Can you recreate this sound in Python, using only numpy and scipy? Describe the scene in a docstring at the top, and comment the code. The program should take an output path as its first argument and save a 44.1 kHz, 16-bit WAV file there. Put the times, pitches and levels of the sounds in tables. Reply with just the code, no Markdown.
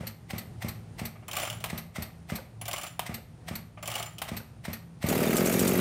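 """A small two-stroke engine is turned over by its starter rope on a garage floor, then catches and idles.
Each slow turn is a noise clack over top dead centre, an exhaust thump of damped muffler modes and a thin puff of
air. Between pulls the rope rewinds over a ratchet of ticks and ringing spring modes, and the pawl bangs in again.
Once firing, clatter, exhaust beats and puffs come forty-odd times a second, with loose metal rattling.
Soft tank knocks, a steady low rumble and the reverberation of the garage complete the scene."""
import sys
import numpy as np
from scipy import signal
from scipy.fft import rfft, irfft
from scipy.io import wavfile

SR = 44100
rng = np.random.default_rng(int(sys.argv[2]) if len(sys.argv) > 2 else 0)


def voltage_ratio(decibels):
    """Convert decibels (scalar or array-like) to amplitude ratios, 20 dB per decade."""
    exponent = np.asarray(decibels, float) / 20
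    return 10 ** exponent


def waveform_to_disk(signal):
    """Save audio, clipped to [-1, 1], as 16-bit WAV at the path in sys.argv[1]."""
    frames = np.transpose(np.atleast_2d(signal))
    scaled = np.clip(frames, -1, 1) * 32767
    samples = np.round(scaled).astype(np.int16)
    wavfile.write(sys.argv[1], SR, samples)


N = 255950

# the pawl catches the flywheel: start_s, level_db
PAWL_CATCHES = [(1.64, -17.5), (2.993, -20), (4.217, -19)]
# noise spectra of the clack, the starter housing and rubbing parts: frequency_hz, level_db
CLACK_COLOUR = [(240, -41), (400, -24.5), (687, 1.5), (1460, -18), (2020, 1.5), (2360, -7.5), (5270, -13.5),
                (5870, -13), (6950, -19.5), (8630, -10.5), (10200, -24), (12700, -15.5), (16000, -26)]
HOUSING_COLOUR = [(240, -7), (400, -8), (475, -10.5), (596, 8), (842, 4), (947, -5), (1200, 7),
                  (1300, -4.5), (1770, -7), (2280, 2), (3500, -15.5), (4550, -83), (7700, -120)]
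RUBBING_COLOUR = [(240, -59), (400, -24), (949, 0), (1060, -59), (1220, 5), (1560, -0.5), (1960, 0.5),
                  (3530, -9.5), (10100, -17), (11000, -14.5), (16000, -69)]


def rms_one(x):
    """Normalisation: scale a signal to unit rms."""
    return x / np.sqrt(np.mean(x ** 2) + 1e-20)


def coloured(spectrum, peaks=()):
    """Spectral shaping: white noise is weighted by a spectrum and resonant bumps, to unit rms."""
    hz = np.arange(N // 2 + 1) * SR / N + 1
    spectrum_hz, spectrum_db = np.transpose(spectrum)
    db = np.interp(np.log(hz), np.log(spectrum_hz), spectrum_db)
    for centre_hz, width_hz, top_db in peaks:
        db = db + top_db / (1 + (2 * (hz - centre_hz) / width_hz) ** 2)
    return rms_one(irfft(rfft(rng.standard_normal(N)) * voltage_ratio(db), N))


def clicks(s, db):
    """Impulse excitation: one single-sample impulse per event."""
    out, at = np.full(N, 1e-18), (np.asarray(s) * SR).astype(int)
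    inside = (at >= 0) & (at < N)
    out[at[inside]] += voltage_ratio((db + 0 * at)[inside])
    return out


def swell(x, rise_s, t60):
    """Exponential relaxation: each impulse becomes an envelope that rises and dies away."""
    rise_pole, decay_pole = np.exp(-1 / (rise_s * SR)), voltage_ratio(-60 / (t60 * SR))
    decaying = signal.lfilter([1], [1, -decay_pole], x)
    return signal.lfilter([1 - rise_pole], [1, -rise_pole], decaying)


def approach(x, t60):
    """Time-reversed relaxation: an envelope grows towards each impulse."""
    return swell(x[::-1], rise_s=0.00051, t60=t60)[::-1]


def later(x, s):
    """Propagation delay: the signal arrives s seconds later."""
    return np.concatenate([np.zeros(int(s * SR)), x])[:N]


def grain(rough_db, hz):
    """Amplitude modulation: low-passed noise makes the level of rubbing contact uneven."""
    slow = signal.sosfilt(signal.butter(2, hz, fs=SR, output="sos"), rng.standard_normal(N))
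    return voltage_ratio(rough_db * rms_one(slow))


def ring(x, modes):
    """Modal synthesis: the input sets decaying sines ringing."""
    out = 0
    for hz, db, t60 in modes:
        radius, angle = voltage_ratio(-60 / (t60 * SR)), 2 * np.pi * hz / SR
        poles = [1, -2 * radius * np.cos(angle), radius * radius]
        out = out + signal.lfilter([0, voltage_ratio(db) * np.sin(angle)], poles, x)
    return out


def burst(rows, colour, rise_s, t60, trim_db, rough_db=2.5):
    """Transient noise: each event is a short uneven burst of one colour."""
    s, db = np.transpose(rows)[:2]
    return swell(clicks(s, db + trim_db), rise_s, t60) * coloured(colour) * grain(rough_db, hz=320)


def rumble():
    """Stationary noise: far low rumble with narrow resonances and a slowly wandering level."""
    # noise spectrum: frequency_hz, level_db
    rumble_colour = [(18, -69), (30, -9), (124, 0.5), (266, -14), (649, -22), (740, -21), (962, -26),
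                     (1040, -27.5), (3490, -37), (8980, -43), (16000, -59)]
    # resonances: centre_hz, width_hz, height_db
    rumble_peaks = [(111.6, 4.3, 13.6), (159, 4.7, 1.3), (168, 7, 12), (244, 14, 0.62), (9250, 530, 9.6)]
    return voltage_ratio(-46.5) * coloured(rumble_colour, rumble_peaks) * grain(rough_db=1.5, hz=1.54)


def clack(top):
    """Impact noise: the piston rocks over top dead centre, with a swell leading up to each impact."""
    envelope = swell(top, rise_s=0.00027, t60=0.066) + 0.66 * approach(top, t60=0.05)
    return envelope * coloured(CLACK_COLOUR) * grain(rough_db=2.0, hz=415)


def exhaust(blows, open_s, modes):
    """Resonator excitation: gas pulses through the opening port ring the muffler."""
    pulse = signal.windows.hann(int(open_s * SR))
    return -ring(np.convolve(blows, pulse)[:N] / (open_s * SR), modes)


def thump(s, db):
    """Cavity modes and early reflections: each slow exhaust blow rings the muffler and returns duller."""
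    # modes of the muffler: frequency_hz, level_db, t60_s
    muffler = [(108.2, -4, 0.17), (178.7, -2, 0.1), (221.2, 0.5, 0.037), (355, -2.5, 0.014),
               (452, -18.5, 0.017), (564, -1.5, 0.024), (670, -18, 0.039), (890, -97, 0.015)]
    # floor and walls near the outlet: delay_s, gain
    exhaust_echoes = [(.0135, .6), (.0255, .28), (.036, .15)]
    gas = exhaust(clicks(s + 0.00373, db - 3.5), open_s=0.0019, modes=muffler)
    # a small outlet sends out little deep bass
    gas = signal.sosfilt(signal.butter(2, 95, "high", fs=SR, output="sos"), gas)
    dull = signal.sosfilt(signal.butter(1, 350, fs=SR, output="sos"), gas)
    return gas + sum(gain * later(dull, lag_s) for lag_s, gain in exhaust_echoes)


def casing_knocks(s, db):
    """Impact noise: the casing jumps on the floor, a knock and a weaker second one."""
    struck = clicks(s + 0.00044, db - 31.0) + clicks(s + 0.0221, db - 43.5)
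    colour = coloured(CLACK_COLOUR) + 1.36 * coloured(HOUSING_COLOUR)
    return swell(struck, rise_s=0.00047, t60=0.32) * colour


def carburettor_puff(s):
    """Turbulent flow noise: air squeezed past the carburettor, after which the air box sings on."""
    # noise spectrum of the puff: frequency_hz, level_db
    puff_colour = [(710, 2), (1200, -3), (1380, -6), (1930, 7), (3320, -3), (4410, 7), (5130, -4),
                   (5780, 0.5), (6870, -8), (8350, 3), (9820, -10.5), (12900, 10), (16000, -18)]
    puff_db = -27   # ahead of the trims
    rows = np.transpose([s, puff_db + 0 * s])
    puff = burst(rows, puff_colour, rise_s=0.0038, t60=0.057, trim_db=-2.5, rough_db=0.0)
    tail = burst(rows, puff_colour, rise_s=0.017, t60=0.3, trim_db=-23.5)
    hum = ring(swell(clicks(s, puff_db - 33.5), rise_s=0.0019, t60=0.018), [(221.6, 0, 0.35)])
    return puff + tail + hum


def rubbing(top, top_s, puff_s):
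    """Friction noise: parts rub from each clack or pawl catch until the puff, when the crank stalls."""
    t = np.arange(N) / SR
    starts = np.sort(np.append(top_s, np.array(PAWL_CATCHES)[:, 0]))
    stalls = puff_s + 0.04
    last_start = starts[np.searchsorted(starts, t) - 1]
    last_stall = np.append(-1, stalls)[np.searchsorted(stalls, t)]
    moving = signal.lfilter([.003], [1, -.997], 1. * (last_start > last_stall))   # soft on and off
    rub = voltage_ratio(-54.0) * moving * grain(rough_db=1.0, hz=88) + 1.1 * approach(top, t60=0.013)
    return rub * coloured(RUBBING_COLOUR)


def cranking():
    """Compression cycle: each slow turn scrapes up to a clack, then thumps, knocks and puffs."""
    # slow turns, the last one lights; port opening, length of the swing over compression, blow strength:
    # start_s, swing_s, level_db
    slow_turns = [(0.004, 0.098, -22), (0.33, 0.076, -17.5), (0.642, 0.062, -16), (1.012, 0.06, -17.5),
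                  (1.726, 0.077, -17), (1.98, 0.063, -17), (2.317, 0.056, -14.5), (3.09, 0.078, -18.5),
                  (3.507, .070, -18.5), (4.313, 0.081, -16.5), (4.678, 0.079, -17), (5.038, 0.038, -9.5)]
    s, swing_s, db = np.transpose(slow_turns)
    top_s = s - .35 * swing_s    # shares of the swing before and after the port opens
    puff_s = s + .65 * swing_s
    top = clicks(top_s + 0.0039, -35)
    return (clack(top) + thump(s, db) + carburettor_puff(puff_s)
            + rubbing(top, top_s, puff_s) + casing_knocks(s, db))


def garage(x):
    """Reverberation: ten feedback delays, duller on every round, stepped block by block."""
    t60_s, wall_cut_hz = 0.47, 7040   # decay at low frequency; low-pass corner on each round
    out, dull = np.zeros(N), np.exp(-2 * np.pi * wall_cut_hz / SR)
    for k, lag in enumerate((np.geomspace(.013, .041, num=10) * SR).astype(int)):
        loop, gain, state = x.copy(), voltage_ratio(-60 * lag / SR / t60_s), [0.]
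        for i in range(lag, N, lag):
            back, state = signal.lfilter([gain * (1 - dull)], [1, -dull], loop[i - lag:i], zi=state)
            loop[i:i + lag] += back[:N - i]
        out += (loop - x) * (-1) ** k
    return out


def tank():
    """Modal synthesis: the tank settles on the cardboard with soft hollow knocks."""
    # knocks: start_s, level_db
    settles = [(0.032, -37.5), (2.385, -36), (3.18, -39.5), (4.402, -40.5)]
    # modes of the tank: frequency_hz, level_db, t60_s
    tank_modes = [(524, 0.5, 0.057), (870, -8.5, 0.031), (1480, -9.5, 0.037)]
    contact = swell(clicks(*np.transpose(settles)), rise_s=0.00047, t60=.02)
    return ring(contact * rng.standard_normal(N) * voltage_ratio(-14), tank_modes)


def ratchet():
    """Ratchet kinematics: two pawls snap in turn; returns times and tick, knock and ring levels."""
    # the first pawl snaps over once per turn of the spool: start_s, level_db
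    spool = [(1.281, -23), (1.331, -20.5), (1.366, -15.5), (1.398, -20.5), (1.429, -20.5), (1.4704, -23),
             (1.527, -29), (2.613, -24.5), (2.6802, -19.5), (2.7306, -17), (2.7793, -24), (2.833, -21),
             (3.8264, -23.5), (3.8753, -19), (3.915, -22.5), (3.9532, -17.5), (3.996, -22), (4.059, -28.5)]
    # the second pawl drops once more as the spool settles: start_s, level_db
    last_ticks = [(1.6037, -26.5), (2.865, -23), (4.1829, -23)]
    second_db, second_knock_db, second_ring_db = -20, -40.5, -63
    s, db = np.transpose(spool)
    turn_s = np.diff(s)
    # the second pawl follows at .62 of a turn, counting a turn as at most 1.15 times the one before
    expected_s = np.minimum(turn_s, 1.15 * np.append(1, turn_s[:-1]))
    second_s = (s[:-1] + .62 * expected_s)[turn_s < .08]   # longer gaps have no second snap
    last_s, last_db = np.transpose(last_ticks)
    seconds_db = np.append(second_db + 0 * second_s, last_db)
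    softer_db = seconds_db - second_db
    first_ring_db = -35.5 + 1.2 * (db + 24.5)   # ringing grows faster than the tick
    return (np.concatenate([s, second_s, last_s]),
            np.append(db, seconds_db),
            np.append(db - 12, second_knock_db + softer_db),
            np.append(first_ring_db, second_ring_db + 2 * softer_db))


def ticks(s, db):
    """Impact noise: a sharp tick and a weak long tail at every ratchet tooth."""
    # noise spectrum of the tick: frequency_hz, level_db
    tick_colour = [(1760, -23), (3000, 6), (4080, -8), (5370, -4.5), (7000, -8.5), (8400, -5), (12100, -13),
                   (14800, -8.5), (16000, -2)]
    rows = np.transpose([s, db])
    sharp = burst(rows, tick_colour, rise_s=0.00034, t60=0.07, trim_db=-14.0)
    return sharp + burst(rows, tick_colour, rise_s=.003, t60=0.34, trim_db=-36)


def spring(s, ring_db):
    """Modal synthesis: teeth ring the coil spring, every mode struck its own way."""
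    # modes of the spring: frequency_hz, level_db, t60_s
    spring_modes = [(7190, -2, .06), (7250, -5, .05), (10530, -5, .06), (10620, -7, .045), (14160, -7, .05),
                    (14280, -9, .04), (4330, -9, .04), (5860, -13, .035)]
    # the coil keeps trembling
    sway = swell(clicks(s, ring_db - 46), rise_s=0.004, t60=0.4) * grain(rough_db=4.0, hz=100)
    uneven_db = 4.0 * rng.standard_normal((len(s), len(spring_modes)))
    out = 0
    for mode, own_db in zip(spring_modes, uneven_db.T):
        strike = swell(clicks(s, ring_db - 23.5 + own_db), rise_s=0.00022, t60=0.019)
        out = out + ring((strike + sway) * rng.standard_normal(N), [mode])
    return out


def pawl_bang():
    """Impact noise: the pawl bangs into the flywheel, a crack with a longer tail."""
    # noise spectrum of the bang: frequency_hz, level_db
    bang_colour = [(240, -14), (400, -32), (616, 2), (1160, -3.5), (1490, -12), (2970, -6), (3210, -8),
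                   (5030, -18), (7400, -18.5), (8900, -12), (10200, -22.5), (11000, -10.5), (13100, -21),
                   (15000, -8), (16000, -42)]
    crack = burst(PAWL_CATCHES, bang_colour, rise_s=0.0005, t60=0.03, trim_db=-3)
    return crack + burst(PAWL_CATCHES, bang_colour, rise_s=0.0008, t60=0.2, trim_db=-18.5)


def starter():
    """Impact excitation: ratchet teeth tick, knock the housing and ring the spring; the pawl bangs in."""
    # the rope handle nudges the housing: start_s, level_db
    handle = [(1.154, -47), (1.223, -48.5), (3.772, -40.5)]
    s, db, knock_db, ring_db = ratchet()
    knocks = clicks(s, knock_db) + clicks(*np.transpose(handle))
    knock = swell(knocks, rise_s=0.0051, t60=0.078) * coloured(HOUSING_COLOUR) * grain(rough_db=1.5, hz=216)
    # rope over the spool
    drag = swell(voltage_ratio(-20) * knocks, rise_s=0.0049, t60=0.35)
    drag = drag * coloured(RUBBING_COLOUR) * grain(rough_db=-1.0, hz=250)
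    return ticks(s, db) + knock + drag + spring(s, ring_db) + pawl_bang()


def radiated(blows, spread_s):
    """Radiation by acceleration of flow: a smooth puff of gas is heard as a dip between two humps."""
    t = np.arange(-5 * spread_s, 5 * spread_s, 1 / SR) / spread_s
    return np.convolve(blows, (t ** 2 - 1) * np.exp(-t ** 2 / 2), "same")


def beats(burnt, missed):
    """Pipe reflection: each blow returns; a missed one is thinner and late, as the cylinder refills."""
    # modes of the muffler once firing: frequency_hz, level_db, t60_s
    hot_muffler = [(195, 0, .06), (370, -4, .04), (620, -10, .03)]
    blow_s, return_s = .00072, .00108   # spread of the puff at the port, and of its returning wave
    back = .8 * later(burnt, s=.005) + .75 * later(missed, s=.0114)
    direct = radiated(burnt, blow_s) + radiated(missed, 0.97 * blow_s)
    ringing = exhaust(later(burnt, s=.0027) + .6 * later(missed, s=.0091), open_s=.002, modes=hot_muffler)
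    return direct + radiated(back, return_s) + voltage_ratio(-25) * ringing


def bark(opens, strength_db, missed, first_s):
    """Pulse-train radiation: burnt and missed exhaust beats, growing as the exhaust warms up."""
    burnt_blows = clicks(opens[~missed], strength_db[~missed])
    missed_blows = clicks(opens[missed], strength_db[missed] - 1)
    pulses = beats(burnt_blows, missed_blows)
    running_rms = np.sqrt(np.mean(pulses[int(first_s * SR):] ** 2))
    growth_db = 1.5 * (np.arange(N) / SR - first_s)   # 1.5 dB per second
    return voltage_ratio(-27.5 + growth_db) * pulses / running_rms


def jingle(on):
    """Random modal excitation: screws and shrouds are shaken, each contact ringing one of 24 parts."""
    hits = rng.random(N) < on * 1200 / SR   # 1200 per second on average
    struck = hits * voltage_ratio(3 * np.minimum(rng.exponential(1, N), 2.5))
    part = rng.integers(0, 24, N)
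    out = 0
    for k, hz in enumerate(np.geomspace(1900, 15300, num=24)):
        contact = swell(struck * (part == k) + 1e-18, rise_s=0.0018, t60=0.012)
        out = out + ring(contact * rng.standard_normal(N), [(hz, -60, .025)])
    return out


def running_clatter(opens, beat_db, first_s):
    """Amplitude-modulated noise: mechanical clatter pulses with the crank, over a jingle of small parts."""
    # noise spectrum of the clatter: frequency_hz, level_db
    clatter_colour = [(200, -7), (500, -3), (660, -3), (780, -9), (1040, -14.5), (1250, -9.5), (1650, -14),
                      (2280, -11.5), (3800, -24.5), (6200, -24), (9300, -21.5), (12900, -24), (15500, -21),
                      (16300, -66)]
    on = np.clip((np.arange(N) / SR - first_s) / 0.028 + 1, 0, 1)   # full at the first firing
    beat = 0.38 + swell(clicks(opens + 0.0097, beat_db), rise_s=0.0038, t60=0.027)
    return voltage_ratio(-27) * on * beat * coloured(clatter_colour) * grain(rough_db=2.0, hz=298) + jingle(on)


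def intake(s, puff_db):
    """Turbulent flow noise: a thin high puff about a third of a turn after each firing time."""
    puff_s = s + 0.34 * np.gradient(s)
    puff = voltage_ratio(-31.5) * swell(clicks(puff_s, puff_db), rise_s=0.0019, t60=0.032)
    return puff * coloured([(8000, -33), (11500, -20), (12600, 16), (13500, -6), (15000, -62)])


def rattle():
    """Modal synthesis and impact noise: loose metal rattles on the running engine."""
    # rattles: start_s, level_db
    rattles = [(5.0868, -15), (5.366, -11.5), (5.457, -13), (5.524, -13.5), (5.592, -9.5), (5.675, -11)]
    # noise spectrum of the rattle: frequency_hz, level_db
    rattle_colour = [(1760, -40), (3000, 1), (5070, 0), (5880, 6), (6300, -2), (7560, 8.5), (11000, 1.5),
                     (15100, 4), (16000, -25)]
    # modes of the loose metal: frequency_hz, level_db, t60_s
    loose_metal = [(5820, -8, .1), (6660, -2, .15), (6830, 0, .15), (7480, -2, .08), (8400, -4, .1),
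                   (9400, -2, .1), (13720, -5, .15)]
    s, db = np.transpose(rattles)
    shake = swell(clicks(s, db - 53.0), rise_s=0.0053, t60=0.16)
    metal = sum(ring(shake * rng.standard_normal(N), [mode]) for mode in loose_metal)
    return metal + burst(rattles, rattle_colour, rise_s=0.0011, t60=0.083, trim_db=-14.5)


def engine():
    """Two-stroke cycle: one beat per turn, burnt or missed; clatter and puff follow the crank."""
    # crank position once firing: time_s, position_turns
    crank = [(5.0888, 0), (5.1935, 4), (5.296, 8), (5.394, 12), (5.485, 16), (5.5745, 20), (5.6596, 24),
             (5.745, 28), (5.832, 32)]
    # turns on which the charge fails to light: turn_index
    misfires = [0, 2, 4, 6, 9, 11, 15, 18, 21, 25, 28, 29]
    turn = np.arange(crank[-1][1])
    s = np.interp(turn, np.array(crank)[:, 1], np.array(crank)[:, 0])
    chance = rng.standard_normal((len(turn), 4))
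    missed = np.isin(turn, misfires)
    opens = s - .0008 * missed + .0004 * chance[:, 0]
    pulses = bark(opens, 1.0 * chance[:, 1], missed, first_s=s[0])
    clatter = running_clatter(opens, 1.1 * chance[:, 2], first_s=s[0])
    return pulses, clatter + intake(s, 0.7 * chance[:, 3]) + rattle()


def scene():
    """Superposition: the machine, its garage reverberation and the far rumble add."""
    pulses, mechanism = engine()
    machine = cranking() + tank() + starter() + mechanism
    sent = machine + .6 * pulses   # the outlet faces the microphone and the open door
    echo = garage(signal.sosfilt(signal.butter(1, 140, "high", fs=SR, output="sos"), sent))
    return (machine + pulses + voltage_ratio(-21) * echo + rumble())[None]


def band_limit(x):
    """A steep low-pass at the top of the band."""
    return signal.sosfilt(signal.butter(12, 17020, fs=SR, output="sos"), x)


def record(dry):
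    """Band limitation: the microphone cuts the deepest bass and the very top."""
    dry = signal.sosfilt(signal.cheby2(10, 60, 17000, fs=SR, output="sos"), dry)
    mix = signal.sosfilt(signal.butter(4, 52, "high", fs=SR, output="sos"), dry)
    return band_limit(mix)


dry = scene()
out = record(dry)
waveform_to_disk(out)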